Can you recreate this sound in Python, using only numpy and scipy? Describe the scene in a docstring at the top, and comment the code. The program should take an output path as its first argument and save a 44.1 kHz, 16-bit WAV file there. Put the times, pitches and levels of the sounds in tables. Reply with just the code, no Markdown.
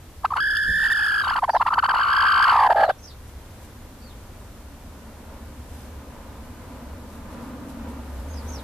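"""Broody hen in a nest box

A hen growls close up in a plastic nest box: one whistling tone that swoops down about 58 times
a second, rises to a shriek, breaks into short croaks and sinks into a rasp. Chicks peep nearby,
feathers rustle as she is stroked, the box takes two soft bumps, and a far engine grows over
a quiet outdoor rumble."""
import sys
import numpy as np
from scipy import signal
from scipy.fft import rfft, irfft
from scipy.io import wavfile
from scipy.ndimage import uniform_filter1d

SR = 44100
rng = np.random.default_rng(int(sys.argv[2]) if len(sys.argv) > 2 else 0)


def digitize_waveform(pressure):
    """Quantize a signal to 16-bit integers and store it at the path in sys.argv[1].

    Rows of a 2-D input are taken as channels; values are limited to [-1, 1].
    """
    field = np.atleast_2d(pressure).T
    bounded = np.clip(field, -1, 1)
    quanta = np.round(bounded * 32767).astype(np.int16)
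    wavfile.write(sys.argv[1], SR, quanta)


N = 380583
T = np.arange(N) / SR
FREQS = np.fft.rfftfreq(N, 1 / SR)
TOP_HZ = 14300

# surges and sags of strain in the shriek: centre t/s, length/s, lift/dB
STRAIN_SURGES = [(.86, 0.018, 4), (.888, 0.01593, -6), (.92, 0.021, 3), (.943, 0.02497, -4)]
SURGE_AIR = 2.05  # dB of rasp and hiss for each dB of surge


def undb(db):
    """Decibels to gain."""
    return 10 ** (np.asarray(db) / 20)


def curves(table):
    """Each column of a table, joined by straight lines in time."""
    times, *columns = np.transpose(table)
    return [np.interp(T, times, column) for column in columns]


def swells(table):
    """Bell-shaped lifts in dB."""
    return sum(db * np.exp(-(2 * (T - centre) / length) ** 2) for centre, length, db in table)


def gain_at(hz, points):
    """Gain of an EQ curve (f/Hz, level/dB) at given frequencies."""
    f, db = np.transpose(points)
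    return undb(np.interp(np.log(hz + 1e-3), np.log(f), db))


def unit(x):
    """Scale to rms 1."""
    return x / np.sqrt(np.mean(x ** 2))


def noise(colour):
    """Noise of a given colour, rms 1, with no infrasound."""
    return unit(irfft(rfft(rng.standard_normal(N)) * gain_at(FREQS, colour) * (FREQS > 20), N))


def wide_noise(colour):
    """Stereo noise: centred in the bass, wide in the treble."""
    # stereo width: f/Hz, side minus mid/dB
    width = [(30, -26), (70, -22.5), (300, -15), (1000, -9.5), (2500, -3), (6000, 0), (14000, 2)]
    side = irfft(rfft(noise(colour)) * gain_at(FREQS, width), N)
    return noise(colour) + np.array([side, -side])


def walk(rate):
    """Smooth random wander, rms 1."""
    hold = max(int(SR / rate), 1)
    return unit(uniform_filter1d(np.repeat(rng.standard_normal(N // hold + 1), hold)[:N], hold))


def echoes(x, t60, size=16384):
    """A short diffuse tail of unit energy, different on each side."""
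    tails = rng.standard_normal((2, size)) * np.exp(-np.log(1000) * T[:size] / t60) * (T[:size] > .003)
    tails /= np.sqrt(np.sum(tails ** 2, axis=1, keepdims=True))
    return signal.fftconvolve(x[None], tails, axes=1)[:, :N]


def outdoor_bed(air_db=-42.5):
    """Outdoor rumble and hiss, with a faint electronic whine."""
    # colour of the open air: f/Hz, level/dB
    air_colour = [(22, -2), (45, -1), (76, 2.5), (150, -13), (250, -14), (400, -18), (900, -22.5),
                  (1300, -25), (2500, -31.5), (5000, -35.5), (14000, -38.5)]
    # whine tones: f/Hz, level/dB
    whine_tones = [(12328, -72), (13194, -76)]
    whine = sum(np.sqrt(2) * undb(db) * np.sin(2 * np.pi * hz * T) for hz, db in whine_tones)
    return wide_noise(air_colour) * undb(air_db + .4 * walk(3.498)) + whine


def far_engine(firing_hz=71.4):
    """An engine draws near: a wavering firing hum, a drone above it and the wash of the road."""
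    # fader for all three layers: t/s, level/dB
    approach = [(0, -78), (3, -57.5), (4.5, -52), (7.1, -46), (7.85, -43), (8.63, -44)]
    # swells of hum and drone: centre t/s, length/s, lift/dB
    hum_swells = [(5.55, 0.85, 10.5), (6.9, .7, 6), (8.33, 0.91, 13.5)]
    drone_swells = [(7.52, 0.65, 6.4)]
    # colours of drone and road: f/Hz, level/dB
    drone_colour = [(60, -52), (125, -6.5), (175, -6.5), (235, 9.5), (280, 4), (360, -11.5), (700, -69),
                    (1080, -24), (1220, -7), (1380, -70), (3000, -72)]
    road_colour = [(100, -1.5), (380, -10.5), (520, -1), (750, -9), (1000, -4), (1120, -13.5),
                   (1220, -14.5), (1400, -11.5), (2000, -20.5), (4000, -31.5), (14000, -61)]
    near_db, = curves(approach)
    phase = 2 * np.pi * np.cumsum(firing_hz * (1 + .055 * walk(16))) / SR
    hum = np.sqrt(2) * np.sin(phase) * undb(-3.5 + swells(hum_swells) + .25 * walk(6.7))
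    drone = wide_noise(drone_colour) * undb(.5 + swells(drone_swells))
    road = wide_noise(road_colour) * undb(.5 + 1.4 * walk(5.9))
    return (hum + drone + road) * undb(near_db)


def touches(cues, colour, grain_db):
    """Soft swells of grainy contact noise."""
    envelope = sum(undb(db) * np.exp(-(2 * (T - centre) / length) ** 2) for centre, length, db in cues)
    return wide_noise(colour) * envelope * unit(undb(grain_db * walk(600)))


def box_bumps():
    """Soft, low bumps on the box."""
    # bumps: centre t/s, length/s, level/dB
    bumps = [(.705, 0.037, -30.5), (.78, 0.23, -41.5)]
    # dull thud of the box: f/Hz, level/dB
    thud_colour = [(25, 6), (60, -1.5), (110, -12), (180, -3.5), (280, -19), (600, -26), (2000, -75)]
    return touches(bumps, thud_colour, grain_db=1)


def feathers():
    """Feathers rustle as the hen is stroked."""
    # strokes: centre t/s, length/s, level/dB
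    strokes = [(3.29, .05, -58), (3.64, .06, -55), (5.78, .22, -56), (7.13, 0.14, -60), (7.33, 0.058, -57),
               (7.45, 0.11, -58), (7.70, 0.046, -53), (7.9, 0.044, -58), (8.17, 0.29, -60),
               (8.53, 0.37, -55)]
    # bright rustle: f/Hz, level/dB
    rustle_colour = [(1000, -10), (3000, 0.5), (7000, -2), (11000, 0), (14000, -4)]
    return touches(strokes, rustle_colour, grain_db=2.5)


def chicks(quaver=.0181, wet=.7):
    """Thin, quavering whistles that scoop up and fall, heard through the coop's reflections."""
    # peeps: start t/s, length/s, top f/Hz, end f/Hz, relative level/dB
    peeps = [(1.216, 0.048, 3965, 3100, -34.5), (1.497, 0.12, 5830, 3000, -43),
             (1.494, 0.099, 4730, 3000, -38.5), (2.77, 0.15, 4418, 3200, -40),
             (2.977, 0.16, 6330, 3500, -45.5), (3.021, 0.1, 5380, 3100, -42.5),
             (4.005, .125, 4750, 2900, -49), (8.272, .14, 6570, 3800, -48),
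             (8.33, 0.086, 5200, 3700, -45.5), (8.47, 0.13, 6420, 3400, -39.5),
             (8.494, 0.12, 5700, 3200, -51)]
    whistles = np.zeros(N)
    waver = 1 + quaver * walk(250)
    for start, length, top_hz, end_hz, db in peeps:
        on = (T > start) & (T < start + length)
        progress = (T[on] - start) / length
        fall_hz = top_hz - (top_hz - end_hz) * ((progress - .17) / .8) ** 2
        scoop = 1 - .09024 * np.exp(-progress / .0737)
        phase = 2 * np.pi * np.cumsum(fall_hz * waver[on] * scoop) / SR
        envelope = np.sqrt(2 * np.minimum(2 * np.sin(np.pi * progress), 1))
        whistles[on] += undb(db) * envelope * np.sin(phase)
    whistles *= 1 + .55 * np.tanh(walk(130))  # the level flickers
    return .56 * ((1 - wet) * whistles + wet * echoes(whistles, t60=.12))


def nest_box(x, ring_hz=1550, ring_width_hz=25, ring_db=-12, wet_db=-31):
    """Close walls colour each side; standing waves turn the phase on the right; the box rings briefly."""
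    # standing waves between the walls: f/Hz, width/Hz
    standing_waves = [(1470, 164), (5150, 820)]
    # the walls favour one side: f/Hz, left minus right/dB
    balance = [(1000, -0.5), (1380, 0), (1510, 6.5), (1620, -3), (1760, -4), (2000, -7), (2750, -3),
               (3150, -9.5), (3700, -1), (4500, 3.5), (4750, -11), (5100, 17), (7000, -3.5), (11000, -4.5)]
    right = 1
    for hz, width in standing_waves:
        pole = hz ** 2 - FREQS ** 2 + 1j * FREQS * width
        right = right * (1 - (1 - pole.conj() / pole) * np.minimum(FREQS / hz, 1) ** 4)
    ring = 1j * FREQS * ring_width_hz / (ring_hz ** 2 - FREQS ** 2 + 1j * FREQS * ring_width_hz)
    left = gain_at(FREQS, balance)
    pan = np.array([left, right]) * np.sqrt(2 / (1 + left ** 2))
    return irfft(rfft(x) * (pan + undb(ring_db) * ring), N) + undb(wet_db) * echoes(x, t60=.31)


def beak_hiss(centre_s=.94, length_s=1):
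    """Air hisses through the beak at the height of the shriek, flickering and flaring with the surges."""
    # colour of the hiss: f/Hz, level/dB
    hiss_colour = [(2000, -22), (4500, 3), (6000, -6), (7200, -1), (9000, -8), (10100, 3), (11500, -5),
                   (14000, -10)]
    db = -50 + SURGE_AIR * swells(STRAIN_SURGES) + 2 * walk(110)
    return noise(hiss_colour) * undb(db) * np.exp(-(2 * (T - centre_s) / length_s) ** 2)


def rasp(crest_hz, turns, arch, phase, dull_below_hz=1120, treble_cut_db=-9.5):
    """Air that rasps once a cycle, strongest as the pitch snaps back up and duller on low notes."""
    # colour of the rasp: f/Hz, level/dB
    rasp_colour = [(150, -22), (450, -62), (850, 7), (1700, 11), (2100, 0), (2500, -6), (3050, -0.5),
                   (3900, -11), (4700, -0.5), (5800, -19.5), (10000, -16.5), (14000, -25)]
    air = noise(rasp_colour)
    treble = signal.sosfiltfilt(signal.butter(2, 4000, "high", fs=SR, output="sos"), air)
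    air = air + treble * (undb(treble_cut_db / (1 + (crest_hz / dull_below_hz) ** 4)) - 1)
    snap_db = 1.6 * np.sin(2 * np.pi * turns) + 3.5 * arch + 4 * np.tanh(walk(150))
    return air * undb(snap_db) * (1 + .16 * np.cos(phase))


def croaks(flutter_hz=58.1, attack_s=.005, release_s=.008, slide_s=.0135, crack_s=.0047, crack_db=.5):
    """Each croak opens with a downward slide and, if it lasts, cracks at the bottom and flutters on."""
    # croaks: start t/s, end t/s, relative level/dB, lift of the opening/dB
    cues = [(0.234, 0.261, -1, -21), (0.306, 0.314, -5.5, 6), (0.318, 0.328, 7.5, -3.5),
            (0.337, 0.342, -2, 12), (.351, 1.224, 1, -5), (1.226, 1.346, -2.5, -4),
            (1.347, 1.396, -3, -3.5), (1.422, 1.451, -0.5, -0.5), (1.479, 1.505, 1.5, -6.5),
            (1.534, 1.573, -0.5, -7.5), (1.599, 1.629, 0, -3), (1.652, 1.693, -0.5, -8),
            (1.704, 1.715, -3, 1), (1.72, 1.751, -3, 3.5), (1.749, 1.761, -1, -8), (1.77, 1.8, 3, -2),
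            (1.826, 1.866, 0.5, 2), (1.876, 1.922, 1, -5.5), (1.929, 2.678, 0, 0.5),
            (2.689, 2.732, 2.5, -4), (2.747, 2.854, 2.5, -4), (2.858, 2.87, -6.5, 2), (2.879, 2.912, 0, -2)]
    rate = flutter_hz * (1 + .14 * walk(45))
    gain, turns, opening, crack = np.zeros((4, N))  # turns counts swoops, whole at each dip
    for start, end, db, opening_db in cues:
        on = (T > start - attack_s / 2) & (T < end + release_s / 2)
        age = T[on] - start
        after = age - slide_s
        # the slide runs from a crest to the first dip, where the flutter takes over
        first_dip = np.ceil(turns.max()) + 1
        slide = .5 * np.minimum(after / slide_s, 0)
        turns[on] = first_dip + slide + np.cumsum(rate[on] * (after > 0)) / SR
        opening[on] = np.clip(-after / attack_s, 0, 1)
        crack[on] = np.exp(-((after - crack_s / 2) / crack_s) ** 2)
        gate = np.clip(np.minimum(age / attack_s, (end - T[on]) / release_s) + .5, 0, 1)
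        gain[on] = gate * undb(db + opening_db * opening[on] + crack_db * crack[on])
    return gain, turns, opening, crack


def swoops(crest_hz, tight, hoarse_db, turns, opening, crack):
    """Pitch and level flutter: a tight syrinx lingers on top and dips sharply; a slack one swings evenly."""
    def morph(slack, taut):
        return slack + (taut - slack) * tight

    # depth as a share of the pitch: low notes swing less, a hoarse shriek dips further
    depth = morph(.365, .17) + .07 * np.log2(crest_hz / 1500)
    depth += .07 * tight * np.minimum(undb(hoarse_db + 26), 1)
    # 0 in a dip, 1 on a crest: each swoop snaps up quickly and slides down more slowly
    arch = np.abs(np.sin(np.pi * (turns % 1) ** .85)) ** morph(1.35, .9)
    # no two swoops are alike: the higher ones are also louder
    chance = np.clip(rng.standard_normal((N // 100, 2)), -1.4, 1.4)
    dip_lift = chance[np.round(turns).astype(int), 0] * (1 - crack)
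    crest_lift = chance[turns.astype(int), 1]
    top_hz = crest_hz * (1 + morph(.04005, .01187) * crest_lift) * (1 - .06 * opening)
    trough_hz = crest_hz * (1 - depth - .08 * crack + .05 * dip_lift)
    lurch = morph(.0364, 0) * np.tanh(walk(28.05))
    jitter = morph(.01967, .0013)
    hz = (top_hz * arch + trough_hz * (1 - arch)) * (1 + jitter * walk(1100) + lurch)
    top_db = morph(1.3, .6) * crest_lift
    trough_db = morph(1.5, -4) + 2 * tight * dip_lift
    shimmer_db = 55 * jitter * np.tanh(walk(350))
    return hz, top_db * arch + trough_db * (1 - arch) + shimmer_db, arch


def throat_tone(hz, phase, crest_hz, tight, arch, opening):
    """The whistle of the syrinx and its overtones, coloured by the throat."""
    # throat EQ for the fundamental and for the overtones: f/Hz, level/dB
    fundamental_eq = [(500, -4), (660, -3), (880, 2.5), (1100, -0.5), (1400, -2), (1750, -1)]
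    overtone_eq = [(1300, -3.5), (1700, -4.5), (2100, -27.5), (2500, -27), (3050, -18), (3500, -26.5),
                   (3950, -31.5), (4700, -20.5), (5200, -29), (5800, -73), (7100, -44.5), (9000, -53),
                   (10300, -45.5), (14000, -59)]
    fundamental = gain_at(hz, fundamental_eq) * np.sin(phase)
    # the higher the note, the sharper its pulses and the stronger the top overtones
    edge = 4.8 * (hz / 1500 - 1)
    overtones = sum((k / 2) ** edge * gain_at(k * hz, overtone_eq) * (k * hz < TOP_HZ) * np.sin(k * phase)
                    for k in range(2, 10))
    overtone_db = 3.5 + 8 * np.log2(crest_hz / 1500) + 2.7 * walk(120)
    overtone_db -= 8 * (1 - arch) + 10 * opening  # dips and opening slide lack pressure and are duller
    slack_octave = undb(-23.5) * (1 - tight) * (1 - opening) * np.cos(2 * phase)
    return np.sqrt(2) * (fundamental + slack_octave + undb(overtone_db) * overtones)


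def hen(shriek_hz=1617, blend_hz=44.96):
    """A fluttering, hoarse growl that tightens into a shriek as its pitch climbs."""
    # tension and effort of the voice: t/s, crest f/Hz, level/dB
    growl = [(0.25, 1238, -15.5), (0.33, 1310, -27), (0.425, 1720, -20), (0.65, 1740, -21),
             (0.86, 1827, -18.5), (1.21, 1650, -20), (1.36, 1466, -18.5), (1.43, 1197, -18.5),
             (1.49, 1001, -18.5), (1.56, 975, -15), (1.62, 1420, -17.5), (1.88, 1489, -20),
             (2.06, 1582, -18), (2.36, 1576, -15.5), (2.5, 1465, -15.5), (2.585, 1201, -16.5),
             (2.66, 1097, -15.5), (2.77, 859.7, -20), (2.9, 838, -16.5)]
    # hoarseness, the shriek starting clean and turning rough: t/s, relative level/dB
    hoarseness = [(.25, -18.5), (.32, -17), (.375, -12), (.42, -58.5), (.72, -52.5), (.83, -28),
                  (1.2, -26.5), (1.5, -21.5), (2.1, -22.5), (2.9, -15.5)]
    crest_hz, effort_db = curves(growl)
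    hoarse_db, = curves(hoarseness)
    surge_db = swells(STRAIN_SURGES)
    tight = .5 + .5 * np.tanh((crest_hz - shriek_hz) / blend_hz)  # 0 slack growl, 1 shriek
    gain, turns, opening, crack = croaks()
    hz, swoop_db, arch = swoops(crest_hz, tight, hoarse_db, turns, opening, crack)
    hz = hz * (1 + .00823 * surge_db)  # strain bends the pitch
    phase = 2 * np.pi * np.cumsum(hz) / SR
    tone = throat_tone(hz, phase, crest_hz, tight, arch, opening)
    rasp_db = hoarse_db + SURGE_AIR * surge_db + 3 * crack - 7.3 * opening
    air = rasp(crest_hz, turns, arch, phase) * undb(rasp_db)
    # on rough crests every other cycle differs, adding tones at 1/2 and 3/2 of the pitch
    grit = (np.sin(phase / 2) + .85 * np.sin(3 * phase / 2)) * walk(120)
    grit *= arch ** 2 * (1 - opening) * undb(hoarse_db + np.interp(tight, (0, 1), (-2, 4)))
    return (tone + air + grit) * undb(effort_db + surge_db + swoop_db) * gain


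def scene():
    """The hen in her box and everything around it."""
    contact = feathers() + box_bumps()
    return nest_box(hen() + beak_hiss()) + chicks() + contact + far_engine() + outdoor_bed()


def record(dry):
    """A steep low-pass cuts the top."""
    return signal.sosfilt(signal.ellip(10, .2, 70, TOP_HZ, fs=SR, output="sos"), dry)


dry = scene()
out = record(dry)
digitize_waveform(out)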